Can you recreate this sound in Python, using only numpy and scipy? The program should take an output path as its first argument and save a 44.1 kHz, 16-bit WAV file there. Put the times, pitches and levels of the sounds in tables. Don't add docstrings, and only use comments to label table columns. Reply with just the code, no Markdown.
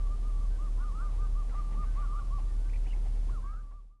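import sys
import numpy as np
from scipy import signal
from scipy.fft import rfft, irfft
from scipy.io import wavfile

SR = 44100
rng = np.random.default_rng(int(sys.argv[2]) if len(sys.argv) > 2 else 0)


def int16_out(signal):
    q = np.round(np.clip(np.atleast_2d(signal).T, -1, 1) * 32767)
    wavfile.write(sys.argv[1], SR, q.astype(np.int16))


N = 176400
TIME = np.arange(N) / SR

# (start [s], length [s], top pitch [Hz], arch depth [Hz], level [dB])
HOOT_NOTES = [(.088, 0.074, 1210, 101, -50.5), (0.215, 0.11, 1230, 150, -53), (.38, 0.088, 1189, 122, -53),
              (0.579, .115, 1235, 215, -49.5), (0.793, 0.12, 1226, 202.5, -49),
              (0.995, 0.11, 1210, 161, -46.5), (1.177, 0.098, 1216, 158, -48.5),
              (1.343, 0.092, 1206, 153, -47), (1.536, 0.09, 1204, 123, -43),
              (1.757, 0.096, 1218, 125, -42.5), (1.955, 0.103, 1194, 182, -42.5),
              (2.121, 0.11, 1193, 171.5, -43.5), (2.301, 0.096, 1161, 160, -43.5),
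              (3.712, 0.1015, 1193, 157, -42.5), (3.893, 0.11, 1207, 108, -44)]


def hoots():
    fall_share = 0.82
    arches = [(start, length, top - depth, top, top - fall_share * depth, db)
              for start, length, top, depth, db in HOOT_NOTES]
    return sing(arches, attack_s=0.03, release_s=0.019,
                waver_share=0.0083, flutter_db=1.62, drift_hz=66, skew=0.98)


# (time [s], pitch [Hz], level [dB])
SLUR_CURVES = [
    [(.772, 1155, -58), (.79, 1320, -59), (.81, 1476, -54.5), (.835, 1459, -53), (.86, 1262, -53),
     (.885, 1200, -58)],
    [(.912, 1031, -53.5), (.955, 1234, -46), (.98, 1283, -47), (1.0, 1352, -44), (1.028, 1557, -57),
     (1.055, 1400, -62)],
    [(1.492, 1680, -61), (1.51, 1420, -60), (1.53, 1287, -50.5), (1.57, 1210, -56)],
    [(1.998, 1216, -56), (2.028, 1450, -59), (2.055, 1394, -52), (2.09, 1167, -52)],
    [(2.078, 1164, -48.5), (2.12, 1200, -43.5), (2.15, 1230, -49.5), (2.19, 1402, -48.5),
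     (2.215, 1280, -59)],
    [(3.286, 1027, -49), (3.3, 1092, -49), (3.315, 1396, -63), (3.33, 1463, -60), (3.352, 1347, -49.5),
     (3.38, 1127, -48), (3.41, 920, -54)],
    [(3.438, 1064, -43.5), (3.46, 1136, -42), (3.505, 1227, -42), (3.525, 1276, -43), (3.548, 1315, -42.5),
     (3.575, 1450, -52), (3.61, 1564, -53)],
]


def slurs():
    waver_share, flutter_db, drift_hz = 0.014, 1.5, 130
    out, waver, flutter = np.zeros(N), drift(drift_hz), drift(drift_hz)
    for call in SLUR_CURVES:
        times, hz, db = np.transpose(call)
        on = (TIME >= times[0]) & (TIME < times[-1])
        pitch_hz = np.interp(TIME[on], times, hz) * (1 + waver_share * waver[on])
        level_db = np.interp(TIME[on], times, db) + flutter_db * flutter[on]
        out[on] += voice(pitch_hz, level_db, TIME[on] - times[0], attack_s=0.005, release_s=0.016)
    return out


# (start [s], length [s], first pitch [Hz], middle pitch [Hz], last pitch [Hz], level [dB])
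WHISTLE_NOTES = [(-.02, 0.11, 1167, 1168, 1130, -53), (.305, 0.13, 1163, 1154, 1140, -56),
                 (.5, 0.075, 1525, 1553, 1500, -64), (1.2, 0.083, 1510, 1540, 1520, -62),
                 (1.63, 0.17, 1180, 1172, 1175, -52.5), (1.855, 0.085, 1505, 1530, 1505, -61),
                 (2.215, 0.053, 1170, 1166, 1175, -59), (2.385, 0.18, 1172, 1190, 1150, -61),
                 (2.48, 0.068, 1854, 1805, 1816, -67), (2.555, 0.087, 1428, 1467, 1505, -69),
                 (2.635, 0.074, 1540, 1540, 1530, -65), (2.645, 0.061, 1144, 1170, 1160, -62.5),
                 (3.425, 0.2, 1530, 1620, 1573, -60.5), (3.455, .062, 2070, 2200, 2320, -67),
                 (3.555, 0.18, 1235, 1162, 1160, -49.5)]


def whistles():
    return sing(WHISTLE_NOTES, attack_s=0.02, release_s=0.013,
                waver_share=0.0051, flutter_db=2, drift_hz=66)


# (start [s], length [s], first pitch [Hz], middle pitch [Hz], last pitch [Hz], level [dB])
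CHIRP_NOTES = [(2.69, 0.014, 1860, 2260, 2500, -61), (2.729, 0.021, 1730, 2317, 2420, -56.5),
               (2.727, .018, 2500, 2630, 2640, -66), (2.755, 0.015, 1750, 2070, 2220, -60),
               (2.754, 0.014, 2450, 2390, 2350, -59), (2.844, 0.0136, 1830, 2400, 3120, -67),
               (2.857, .02, 1760, 2370, 2600, -56), (2.875, 0.035, 2890, 2974, 2920, -63),
               (2.907, 0.023, 2800, 2800, 2900, -58), (2.927, 0.0166, 1900, 2160, 2270, -54.5),
               (2.928, 0.02, 2600, 2570, 2540, -62), (2.949, 0.0081, 1880, 2040, 2270, -66)]


def chirps():
    return sing(CHIRP_NOTES, attack_s=0.0037, release_s=0.003,
                waver_share=0.02, flutter_db=4, drift_hz=310)


# (centre [s], half length [s], level [dB])
RASP_BURSTS = [(0.784, 0.008, -52.5), (.83, .025, -58.5), (1.033, .02, -55.5), (1.535, 0.012, -55),
               (3.298, 0.0066, -50), (3.431, 0.0084, -50), (3.717, 0.0061, -45.5)]
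# (frequency [Hz], density [dB])
RASP_SPECTRUM = [(600, -28), (900, -5), (1050, 13), (1220, -20), (1400, -6), (2200, -19), (5000, -52)]


def rasps():
    return swells(RASP_BURSTS) * noise(RASP_SPECTRUM)


# (centre [s], half length [s], puff [dB], rustle [dB])
WING_STROKES = [(1.155, 0.028, -55.5, -72), (1.498, .009, -61, -65), (1.563, 0.045, -56, -63.5),
                (1.731, 0.0074, -56, -61), (1.75, 0.013, -53.5, -76), (1.838, 0.023, -60.5, -61),
                (1.992, 0.063, -56.5, -63.5)]
# (frequency [Hz], density [dB])
PUFF_SPECTRUM = [(100, -27), (200, -16.5), (350, -3), (500, -5), (800, -4), (1100, -7), (1500, -15),
                 (3000, -21), (12000, -45)]
RUSTLE_SPECTRUM = [(300, -19), (1200, 4), (2100, 9), (3200, -7.5), (6000, -12), (12000, -35.5)]
THUMP_SPECTRUM = [(100, -18), (172, 3.5), (260, -7), (400, -13.5), (900, -43), (10000, -80)]


def owl_wings():
    thump = swell(centre_s=1.772, half_s=0.04, db=-44.5) * noise(THUMP_SPECTRUM)
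    puff = swells(WING_STROKES) * noise(PUFF_SPECTRUM)
    rustle = swells(WING_STROKES, db_column=3) * noise(RUSTLE_SPECTRUM)
    flicker_db = 2 * drift(70)
    return puff + rustle * from_db(flicker_db) + thump


# (centre [s], half length [s], body [dB], brush [dB])
TAP_HITS = [(1.025, .008, -58, -77), (1.546, .005, -51, -70), (1.718, 0.0069, -52, -74),
            (2.205, 0.0089, -55, -72), (2.396, 0.009, -49, -61), (2.872, 0.009, -54, -75),
            (2.964, 0.02, -55, -80), (3.066, 0.013, -52, -64), (3.166, 0.011, -57.5, -64),
            (3.536, .006, -50, -72), (3.73, 0.013, -51.5, -72)]
# (frequency [Hz], density [dB])
TAP_SPECTRUM = [(100, -25), (350, -8), (550, -7.5), (800, 2), (1100, -11.5), (1500, -15), (3000, -21.5),
                (12000, -52)]


def taps():
    body = swells(TAP_HITS) * noise(TAP_SPECTRUM)
    brush = swells(TAP_HITS, db_column=3) * noise(RUSTLE_SPECTRUM)
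    return body + brush


def hum():
    pitch_hz = 37.5 * (1 + 0.0024 * drift(5.5))
    level_db = -24.5 + drift(4.1)
    phase = 2 * np.pi * np.cumsum(pitch_hz) / SR
    return np.sqrt(2) * from_db(level_db) * np.sin(phase)


# (frequency [Hz], density [dB])
AIR_SPECTRUM = [(14, -2), (25, 0.5), (48, -1), (66, 0), (85, -7.5), (106, -5), (135, -14.5), (220, -19),
                (400, -25.5), (800, -30.5), (1600, -40.5), (2500, -42.5), (4500, -44), (10000, -47),
                (12000, -51)]


def air():
    return from_db(-38) * noise(AIR_SPECTRUM)


# (delay [s], level [dB])
FIELD_ECHOES = [(0.019, -16.5), (0.057, -19.5), (0.111, -26.5)]


def field(x):
    tail = from_db(-15.5) * scatter(t60_s=0.58)
    grass = from_db(-15) * scatter(t60_s=0.098)
    response = tail + grass
    response[0] = 1
    for delay_s, db in FIELD_ECHOES:
        response[int(delay_s * SR)] += from_db(db)
    return signal.fftconvolve(x, response)[:N]


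def sing(notes, attack_s, release_s, waver_share, flutter_db, drift_hz, skew=1):
    out, waver, flutter = np.zeros(N), drift(drift_hz), drift(drift_hz)
    for start, length, first, middle, last, db in notes:
        on = (TIME >= start) & (TIME < start + length)
        t = TIME[on] - start
        progress = (t / length) ** skew
        glide_hz = first + (last - first) * progress
        arch_hz = (2 * middle - first - last) * 2 * progress * (1 - progress)
        pitch_hz = (glide_hz + arch_hz) * (1 + waver_share * waver[on])
        out[on] += voice(pitch_hz, db + flutter_db * flutter[on], t, attack_s, release_s)
    return out


def voice(hz, db, t, attack_s, release_s, octave_db=-34.5):
    phase = 2 * np.pi * (np.cumsum(hz) / SR + rng.random())
    tone = np.sin(phase) + from_db(octave_db) * np.sin(2 * phase)
    attack = np.sin(np.pi / 2 * np.minimum(t / attack_s, 1))
    release = np.sin(np.pi / 2 * np.minimum((t[-1] - t) / release_s, 1))
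    return np.sqrt(2) * from_db(db) * attack * release * tone


def swell(centre_s, half_s, db):
    return from_db(db) * np.exp(-0.5 * ((TIME - centre_s) / half_s) ** 2)


def swells(rows, db_column=2):
    return sum(swell(row[0], row[1], row[db_column]) for row in rows)


def noise(spectrum):
    hz, db = np.transpose(spectrum)
    bins_hz = np.maximum(np.fft.rfftfreq(N, 1 / SR), 1)
    colour = from_db(np.interp(np.log(bins_hz), np.log(hz), db))
    low_cut = np.minimum(bins_hz / hz[0], 1) ** 2
    return rms_one(irfft(rfft(rng.standard_normal(N)) * colour * low_cut, N))


def drift(rate_hz):
    hop, settle = 40, 2000
    pole = np.exp(-2 * np.pi * rate_hz * hop / SR)
    white = rng.standard_normal(N // hop + settle + 2)
    slow = signal.lfilter([1], [1, -2 * pole, pole * pole], white)[settle:]
    return np.interp(np.arange(N) / hop, np.arange(len(slow)), rms_one(slow))


def scatter(t60_s):
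    tail = rng.standard_normal(SR) * from_db(-60 * TIME[:SR] / t60_s)
    return tail / np.sqrt(np.sum(tail ** 2))


def from_db(db):
    return 10 ** (np.asarray(db) / 20)


def rms_one(x):
    return x / np.sqrt(np.mean(x ** 2) + 1e-20)


def scene():
    birds = hoots() + whistles() + chirps() + rasps() + slurs()
    return (field(birds) + owl_wings() + taps() + hum() + air())[None]


# (time [s], gain [dB])
FADE_CURVE = [(3.32, -4.5), (3.5, -10), (3.7, -17), (3.8, -21), (3.9, -27), (4.0, -38.5)]


def record(dry):
    cutoff_hz = 11200
    gain_db = np.interp(TIME, *np.transpose(FADE_CURVE))
    lowpass = signal.butter(24, cutoff_hz, fs=SR, output="sos")
    return signal.sosfilt(lowpass, dry * from_db(gain_db))


dry = scene()
out = record(dry)
int16_out(out)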